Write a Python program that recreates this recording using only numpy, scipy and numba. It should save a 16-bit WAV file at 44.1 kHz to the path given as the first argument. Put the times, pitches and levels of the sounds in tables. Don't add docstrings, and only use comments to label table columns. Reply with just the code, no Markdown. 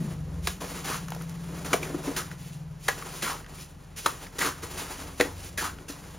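import sys
import numpy as np
from scipy import signal
from scipy.fft import rfft, irfft
from scipy.io import wavfile
from scipy.ndimage import uniform_filter1d
from numba import njit

SR = 44100
rng = np.random.default_rng(int(sys.argv[2]) if len(sys.argv) > 2 else 0)


def unload_wav(signal):
    wavfile.write(
        sys.argv[1],
        SR,
        np.round(np.clip(np.atleast_2d(signal).T, -1, 1) * 32767).astype(np.int16),
    )


N = 272538
TIME = np.arange(N) / SR


def undb(db):
    return 10 ** (np.asarray(db) / 20)


def unit(x):
    return x / np.sqrt(np.mean(x ** 2) + 1e-18)


def burst(x):
    return x / np.sqrt(np.sum(x ** 2) / (SR / 100) + 1e-18)


def add(out, s, x):
    i = max(int(s * SR), 0)
    out[i:i + len(x)] += x[:N - i]


def curves(table):
    s, *columns = np.transpose(table)
    return [np.interp(TIME, s, c) for c in columns]


def colour(x, points, size=2048):
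    hz, db = np.transpose(points)
    f = np.maximum(np.fft.rfftfreq(size, 1 / SR), 1)
    log_gain = np.log(undb(np.interp(np.log(f), np.log(hz), db)))
    cepstrum = irfft(log_gain)
    cepstrum[1:size // 2] *= 2
    cepstrum[size // 2 + 1:] = 0
    response = irfft(np.exp(rfft(cepstrum)))
    return signal.fftconvolve(x, response)[:len(x)]


@njit
def svf(x, hz, width):
    y, b, l = np.empty(len(x)), 0., 0.
    for i in range(len(x)):
        g, k = np.tan(np.pi * hz[i] / SR), width / hz[i]
        v = (b + g * (x[i] - l)) / (1 + g * (g + k))
        b, l, y[i] = 2 * v - b, l + 2 * g * v, k * v
    return y


def band(x, hz, width_hz):
    centre = hz + np.zeros(len(x))
    once = svf(x + 1e-18, centre, float(width_hz))
    return svf(once, centre, float(width_hz))


def grains(n, rate, spread_db):
    size = undb(spread_db * np.minimum(rng.exponential(size=n), 4))
    struck = rng.random(n) < rate / SR
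    return unit(struck * rng.choice([-1, 1], n) * size)


def walk(rate):
    k = max(int(SR / rate), 1)
    steps = np.repeat(rng.standard_normal(N // k + 2), k)
    return unit(uniform_filter1d(steps, k)[:N])


# (time [s], firing rate [1/s], boom level [dB], boom centre [Hz], low thrum level [dB])
ENGINE_COURSE = [(0, 35.5, -39.5, 169, -62), (.17, 23.3, -39, 141, -43.5), (.45, 19.8, -42, 162, -34.5),
                 (.62, 19.9, -44.5, 167, -49.5), (1.1, 18.3, -40, 159.3, -49), (2.1, 19.4, -42.5, 155, -51),
                 (2.7, 19.85, -45.5, 146, -60), (3.5, 19.9, -52.5, 154, -63), (5.1, 22.1, -53, 161, -49),
                 (6.18, 22, -52, 165, -59)]


def engine(boom_width_hz=54, thrum_hz=70, thrum_width_hz=48, flutter_db=3.0,
           rough_db=-12, rough_db_per_hz=1.45, count=12):
    firing_hz, boom_db, boom_hz, thrum_db = curves(ENGINE_COURSE)
    turns = np.cumsum(firing_hz * (1 + 0.0028 * walk(6))) / SR
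    k = np.arange(2, count)[:, None]
    tones = np.sqrt(2) * np.sin(2 * np.pi * (k * turns + rng.random(k.shape)))
    harmonics = tones * np.array([undb(flutter_db * walk(4)) for _ in k])
    noise_db = boom_db + rough_db + rough_db_per_hz * (firing_hz - firing_hz.min())
    out = undb(noise_db) * unit(band(rng.standard_normal(N), boom_hz, boom_width_hz))
    for db, hz, width in (boom_db, boom_hz, boom_width_hz), (thrum_db, thrum_hz, thrum_width_hz):
        detuning = ((k * firing_hz - hz) / (width / 2)) ** 2
        gain = 1 / (1 + detuning ** 2)
        out = out + undb(db) * np.sum(gain * harmonics, axis=0) / np.sqrt(np.sum(gain ** 2, axis=0))
    return out


# (frequency [Hz], gain [dB])
AIR_SPECTRUM = [(22, -42), (36, -2), (50, -5.5), (65, 3.5), (110, -1.5), (170, -6.5), (240, -9.5),
                (480, -15), (1000, -19), (2500, -28), (7000, -37.5), (15500, -58)]
# (frequency [Hz], level [dB])
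HUM_TONES = [(38.3, -54.5), (60, -62.5)]
AIR_DB = -50


def yard(side_db=-19):
    mid, side = (unit(colour(rng.standard_normal(N), AIR_SPECTRUM, size=8192)) for _ in range(2))
    side = colour(side, [(35, -7), (130, 4.5), (800, 18.5), (2500, -4)])
    hum = sum(undb(db) * unit(np.sin(2 * np.pi * hz * TIME + 0.5 * walk(2.8))) for hz, db in HUM_TONES)
    pair = mid + undb(side_db) * side * np.array([[1], [-1]])
    return hum + undb(AIR_DB + 1.05 * walk(4.96)) * pair


STROKE_SAG_DB_PER_S, STROKE_LIFT_DB_PER_S = 6, 187


def stroke(s, swell, length):
    t = np.maximum(TIME - s, 0)
    sag_db = STROKE_SAG_DB_PER_S * np.maximum(t - swell, 0)
    lift_db = STROKE_LIFT_DB_PER_S * np.maximum(t - length, 0)
    rise = np.sin(np.pi / 2 * np.minimum(t / swell, 1)) ** 2
    return rise * undb(-np.minimum(sag_db + lift_db, 200))


# (frequency [Hz], width [Hz], gain [dB])
BLADE_MODES = [(747, 170, 6), (1013, 260, 6.5), (1245, 600, 12), (1675, 125, 9), (1994, 520, 5),
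               (2360, 1200, 0.5), (3180, 1800, -6.5)]


def blade(x):
    return sum(undb(db) * band(x, hz, width) for hz, width, db in BLADE_MODES)


# (time [s], swell [s], start to lift [s], relative level [dB], wetness [dB])
PULL_STROKES = [(0, 0.0022, 0.12, -50, 6.5), (0.134, 0.024, 0.45, -57, 9.5),
                (0.601, 0.008, 0.21, -44, -0.5), (0.84, 0.0067, 0.13, -41.5, -1),
                (1.004, 0.029, 0.76, -52, 3.5), (1.415, 0.12, 0.2, -48.5, 6),
                (1.643, 0.0047, 0.1, -41, 3.5), (1.751, 0.018, 0.25, -44.5, 7),
                (2.014, 0.042, 0.08, -40.5, 6.5), (2.12, 0.028, 0.21, -49.5, 2),
                (2.853, 0.025, 0.53, -46, 0.5), (3.45, 0.052, 0.15, -54.5, 2.5),
                (4.036, 0.018, 0.23, -47.5, 0.5), (4.31, 0.023, 0.3, -50.5, 1),
                (4.616, 0.023, 0.02, -40.5, -1), (4.641, 0.12, 0.32, -43, -0.5),
                (4.762, 0.019, 0.033, -39.5, -7), (4.94, 0.058, 0.099, -43.5, 2),
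                (5.061, 0.023, 0.39, -51.5, 3), (5.664, 0.028, 0.17, -56, 6.5),
                (5.916, 0.039, 0.53, -52.5, 1)]
# (time [s], swell [s], start to lift [s], relative level [dB])
SKIM_STROKES = [(0.409, 0.064, 0.1, -43), (2.359, 0.045, 0.18, -53), (2.765, .13, 0.14, -44),
                (3.1, 0.072, 0.12, -44.5), (3.492, 0.15, 0.12, -44), (3.956, 0.012, 0.094, -42),
                (5.135, 0.06, 0.077, -46.5), (5.321, 0.1, 0.17, -47.5)]
# (frequency [Hz], gain [dB])
SAND_SPECTRUM = [(300, -2.5), (1200, -3.5), (2600, 2), (3800, 0), (5000, -0.5), (7000, 2), (8500, 2),
                 (10200, 0.5), (11800, -6.5), (15500, -7)]
# (frequency [Hz], gain [dB])
RASP_SPECTRUM = [(200, -14), (500, -8), (800, 6), (1300, 4), (2000, 0.5), (3000, -9), (6000, -32),
                 (15000, -39)]
# (frequency [Hz], gain [dB])
MUD_SPECTRUM = [(40, -30.5), (120, -3), (260, 6.5), (480, 4), (750, -4), (1400, -11), (5000, -69)]
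WET_MUFFLE, WET_SMOOTH = 0.3, 0.1
TRICKLE_DB = -63.5


def drag(catch_db=1.88, sand_gain_db=1.15, rasp_gain_db=-3.5, mud_gain_db=-3.0, crackle_db=-12,
         crackle_rate=160, crackle_s=0.0007, ring_gain_db=-9, fold_db=1.5):
    sand_power = rasp_power = mud_power = undb(TRICKLE_DB) ** 2
    for s, swell, length, db, wet_db in PULL_STROKES:
        force = undb(db) * stroke(s, swell, length)
        sand_power = sand_power + (force * undb(-WET_MUFFLE * wet_db)) ** 2
        rasp_power = rasp_power + (force * undb(-WET_SMOOTH * wet_db)) ** 2
        mud_power = mud_power + (force * undb(wet_db)) ** 2
    for s, swell, length, db in SKIM_STROKES:
        sand_power = sand_power + (undb(db) * stroke(s, swell, length)) ** 2

    catching = undb(catch_db * np.clip(walk(55), -2, 2))
    sand = undb(sand_gain_db) * unit(colour(grains(N, 16000, 2.3), SAND_SPECTRUM))
    rasp = undb(rasp_gain_db) * unit(colour(grains(N, 3000, 1.6), RASP_SPECTRUM))
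    folding = undb(mud_gain_db + fold_db * np.clip(walk(70), -2, 2))
    mud = folding * unit(colour(grains(N, 700, 1.9), MUD_SPECTRUM))
    snap_decay = np.exp(-TIME[:SR // 100] / crackle_s)
    snaps = signal.fftconvolve(np.abs(grains(N, crackle_rate, 2.4)), snap_decay)[:N]
    crackle = undb(crackle_db) * unit(colour(snaps * rng.standard_normal(N), SAND_SPECTRUM))
    ring = undb(ring_gain_db) * unit(blade(grains(N, 900, 2.4)))

    hiss = (sand + crackle) * np.sqrt(sand_power)
    scrape = (rasp + ring) * np.sqrt(rasp_power)
    churn = mud * np.sqrt(mud_power)
    return catching * (hiss + scrape + churn)


# (time [s], judder level [dB], contact [s], judder rate [Hz], crushed grit level [dB],
#  thud level [dB], thud centre [Hz], trapped-air pock level [dB], pock frequency [Hz])
CHOP_IMPACTS = [(.4700, -25.5, 0.0057, 3110, -26.5, -36.5, 395, -25.5, 3190),
                (1.7294, -22.5, 0.0052, 2248, -24, -26, 190, -15.5, 2240),
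                (1.737, -28, 0.0049, 667, -32.5, -22.5, 396, -16, 660),
                (2.88, -21, 0.0086, 1700, -25, -25.5, 570, -15, 1920),
                (4.0576, -19, 0.00904, 1099, -24, -31, 470, -17, 1056),
                (5.1966, -23, 0.00907, 1526, -30, -24, 400, -13.5, 517),
                (5.2088, -21.5, 0.0019, 1710, -25, -21, 393, -16, 1860)]


def chops(jitter=0.23, grit_fall_s=0.0064, crumble_db=-14, crumble_s=0.038, thud_s=0.0067,
          thud_width=1.0, crunch_db=-2, crunch_width=0.64, pock_swell_s=0.0013, pock_t60_s=0.031, count=40):
    out, t = np.zeros(N), TIME[:SR // 4]
    for s, db, contact, judder_hz, grit_db, thud_db, thud_hz, pock_db, pock_hz in CHOP_IMPACTS:
        chance = rng.standard_normal((count, 2))
        when = (np.arange(count) + 1 + np.clip(jitter * chance[:, 0], -1, 1)) / judder_hz
        slip_sample = np.minimum(when * SR, len(t) - 1).astype(int)
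        slips = np.zeros(len(t))
        slips[slip_sample] = np.exp(0.1 * chance[:, 1] - 3 * (2 * when / contact - 1) ** 2)

        press = np.minimum(2 * t / contact, 1) ** 2
        after = np.maximum(t - contact / 2, 0)
        bite = press * np.exp(-after / grit_fall_s)
        crumble = press * undb(crumble_db) * np.exp(-after / crumble_s)
        crushed = bite * grains(len(t), 20000, 4.1) + crumble * grains(len(t), 4000, 1.7)
        grit = colour(crushed, SAND_SPECTRUM)

        scratches = (bite + crumble) * grains(len(t), 3600, 0.56)
        ring = blade(burst(slips) + 0.31 * burst(scratches))
        crunch = band(bite * grains(len(t), 7000, 8.1), judder_hz, crunch_width * judder_hz)
        steel = burst(ring) + undb(crunch_db) * burst(crunch)

        blow = press * np.exp(-after / thud_s) * rng.standard_normal(len(t))
        thud = band(blow, thud_hz, thud_width * thud_hz)
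        pock_shape = np.minimum(after / pock_swell_s, 1) * undb(-60 * after / pock_t60_s)
        pock = pock_shape * np.sin(2 * np.pi * pock_hz * after)
        impact = undb(db) * burst(steel) + undb(grit_db) * burst(grit) + undb(thud_db) * burst(thud)
        add(out, s, undb(pock_db) * pock + impact)
    return out


# (time [s], length [s], sand level [dB], patter level [dB], first patter centre [Hz],
#  last patter centre [Hz], weight level [dB], lumpiness [dB])
GRAINY_SHOWERS = [(0.609, 0.0097, -41.5, -43, 1200, 900, -36, 4),
                  (0.866, 0.077, -37, -34.5, 1310, 1150, -53, -1),
                  (1.827, 0.012, -39, -39.5, 2300, 1820, -40, 5),
                  (2.161, 0.021, -30, -33.5, 1890, 1385, -39.5, -1.5),
                  (3.221, 0.012, -29, -33, 1936, 1700, -35.5, 1),
                  (3.24, 0.071, -35, -34, 1350, 1030, -50, 0),
                  (4.383, 0.012, -29.5, -37, 1700, 1160, -36, 5.5),
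                  (4.398, 0.072, -29.5, -30, 2000, 1290, -37.5, 1.5),
                  (5.244, 0.023, -42.5, -41.5, 1310, 920, -38.5, 2),
                  (5.574, 0.012, -29, -33, 2100, 1650, -41, 0),
                  (5.598, 0.065, -35, -34.5, 1290, 1200, -43.5, 2),
                  (5.881, 0.019, -38, -47.5, 1720, 1328, -52, -2.5)]
SHOWER_RISE_SHARE, SHOWER_FADE_S = 0.3, 0.07


def showers(patter_width_hz=680, wander=0.098):
    out, t = np.zeros(N), TIME[:SR // 2]
    lumps, size = np.clip(walk(220), -1.5, 1.5), walk(220)
    for s, length, sand_db, patter_db, first_hz, last_hz, weight_db, lumps_db in GRAINY_SHOWERS:
        rise = np.minimum(t / (SHOWER_RISE_SHARE * length), 1)
        flow = rise * undb(-20 * np.maximum(t - length, 0) / SHOWER_FADE_S)
        now = (int(s * SR) + np.arange(len(t))) % N
        centre = np.interp(t, [0, length], [first_hz, last_hz]) * np.exp(-wander * size[now])
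        clump = undb(lumps_db * lumps[now])
        sand = unit(colour(np.sqrt(clump) * grains(len(t), 14000, 3.2), SAND_SPECTRUM))
        patter = unit(band(clump * grains(len(t), 2200, 0.28), centre, patter_width_hz))
        weight = unit(colour(clump * grains(len(t), 1200, 0.8), MUD_SPECTRUM))
        shower = undb(sand_db) * sand + undb(patter_db) * patter + undb(weight_db) * weight
        add(out, s, flow * shower)
    return out


# (time [s], plop level [dB], nominal frequency [Hz])
CLOD_DROPS = [(1.083, -33, 1320), (1.1198, -25, 860), (1.147, -35, 1366), (1.163, -35, 640),
              (1.212, -36, 1400), (2.314, -32.5, 1660), (3.024, -29.5, 1325), (3.069, -36, 987),
              (3.444, -43, 1900), (3.463, -39, 1600), (4.267, -36, 1890), (5.785, -38.5, 1502)]


def clods(swell_s=0.00097, sag=0.22, grit_db=-13, splat_db=-3, splat_s=0.0019):
    out, t = np.zeros(N), TIME[:SR // 30]
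    shape = t / swell_s * np.exp(1 - t / swell_s)
    scatter = t / splat_s * np.exp(1 - t / splat_s)
    for s, db, hz in CLOD_DROPS:
        falling_hz = hz * (1 - sag + 2 * sag * np.exp(-t / (2 * swell_s)))
        tone = np.sin(2 * np.pi * np.cumsum(falling_hz) / SR)
        snap = unit(colour(rng.standard_normal(len(t)), SAND_SPECTRUM))
        splat = unit(band(rng.standard_normal(len(t)), hz, 2 * hz))
        plop = shape * (tone + undb(grit_db) * snap)
        add(out, s, undb(db) * (plop + undb(splat_db) * scatter * splat / 2))
    return out


# (time [s], energy level relative to 10 ms at rms 1 [dB])
GRAIN_TICKS = [(1.0837, -46), (1.1047, -43), (1.1491, -47), (1.2209, -46), (1.2953, -47)]


def ticks(fall_s=0.0017):
    out, t = np.zeros(N), TIME[:SR // 50]
    for s, db in GRAIN_TICKS:
        noise = np.exp(-t / fall_s) * rng.standard_normal(len(t))
        snap = colour(noise, [(800, 2), (3000, -2), (7000, 5), (15000, -1.0)])
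        add(out, s, undb(db) * burst(snap))
    return out


# (time [s], tone level [dB], starting frequency [Hz], swell [s], 60 dB decay time [s])
AIR_GULPS = [(1.863, -26, 396, 0.0013, 0.023), (1.943, -20.5, 315, 0.0043, 0.051),
             (2.071, -22, 270, 0.01, 0.065), (5.896, -30, 294, 0.0041, 0.03)]


def gulps(glide=0.65, squelch_db=-10):
    out, t = np.zeros(N), TIME[:SR // 5]
    for s, db, hz, swell, t60 in AIR_GULPS:
        shape = np.minimum(t / swell, 1) * np.exp(-np.log(1000) * np.maximum(t - swell, 0) / t60)
        tone = np.sin(2 * np.pi * hz * t * (1 + glide * t))
        squelch = unit(colour(grains(len(t), 2500, 0.93), MUD_SPECTRUM))
        add(out, s, undb(db) * shape * (tone + undb(squelch_db) * squelch))
    return out


# (time [s], relative level [dB], mean frequency [Hz])
DRONE_COURSE = [(3.9, -73, 92.6), (4.5, -57, 93), (5.7, -48, 90), (6.18, -69, 87.8)]


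def drone():
    db, hz = curves(DRONE_COURSE)
    turns = np.cumsum(hz * (1 + 0.0113 * walk(8.6))) / SR
    return undb(db) * unit(np.sin(2 * np.pi * turns))


def walls(x, wet_db=-10, t60_s=0.17, first_s=0.0042, side_db=-8.0):
    t = TIME[:SR // 2]
    tail = np.clip(t / first_s - 1, 0, 1) * np.exp(-np.log(1000) * t / t60_s)
    energy = np.sum(tail ** 2)
    mid, side = (tail * rng.standard_normal(len(t)) / np.sqrt(energy) for _ in range(2))
    side = colour(side, [(150, -14.0), (700, 9.5), (1300, 6.0), (2200, -30), (6000, -43), (13000, 1)])
    mid, side = (undb(wet_db) * signal.fftconvolve(x, ir)[:N] for ir in (mid, side))
    return x + mid + undb(side_db) * side * np.array([[1], [-1]])


def scene():
    work = drag() + chops() + showers() + clods() + ticks() + gulps()
    return engine() + yard() + walls(work) + drone()


# (frequency [Hz], phase [rad])
MICROPHONE_PHASE = [(0, 0), (1300, -.15), (2100, .05), (3700, .6), (5400, 0), (6500, .05), (7300, 1.1),
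                    (7900, 3.05), (8600, 3.1), (9200, 1.5), (11200, .05), (13000, 0), (15800, -2.0)]
TOP_HZ = 15800


def record(dry, left_db=1.5):
    hz = np.fft.rfftfreq(N, 1 / SR)
    lead = np.interp(hz, *np.transpose(MICROPHONE_PHASE))
    balance_db = np.interp(hz, [60, 120, 1200, 1800], [0, left_db, left_db, 0])
    half = np.array([[1], [-1]]) / 2
    pair = irfft(rfft(dry) * np.exp(1j * half * lead) * undb(half * balance_db), N)
    low_pass = signal.ellip(10, .2, 70, TOP_HZ, fs=SR, output="sos")
    return signal.sosfilt(low_pass, pair)


dry = scene()
out = record(dry)
unload_wav(out)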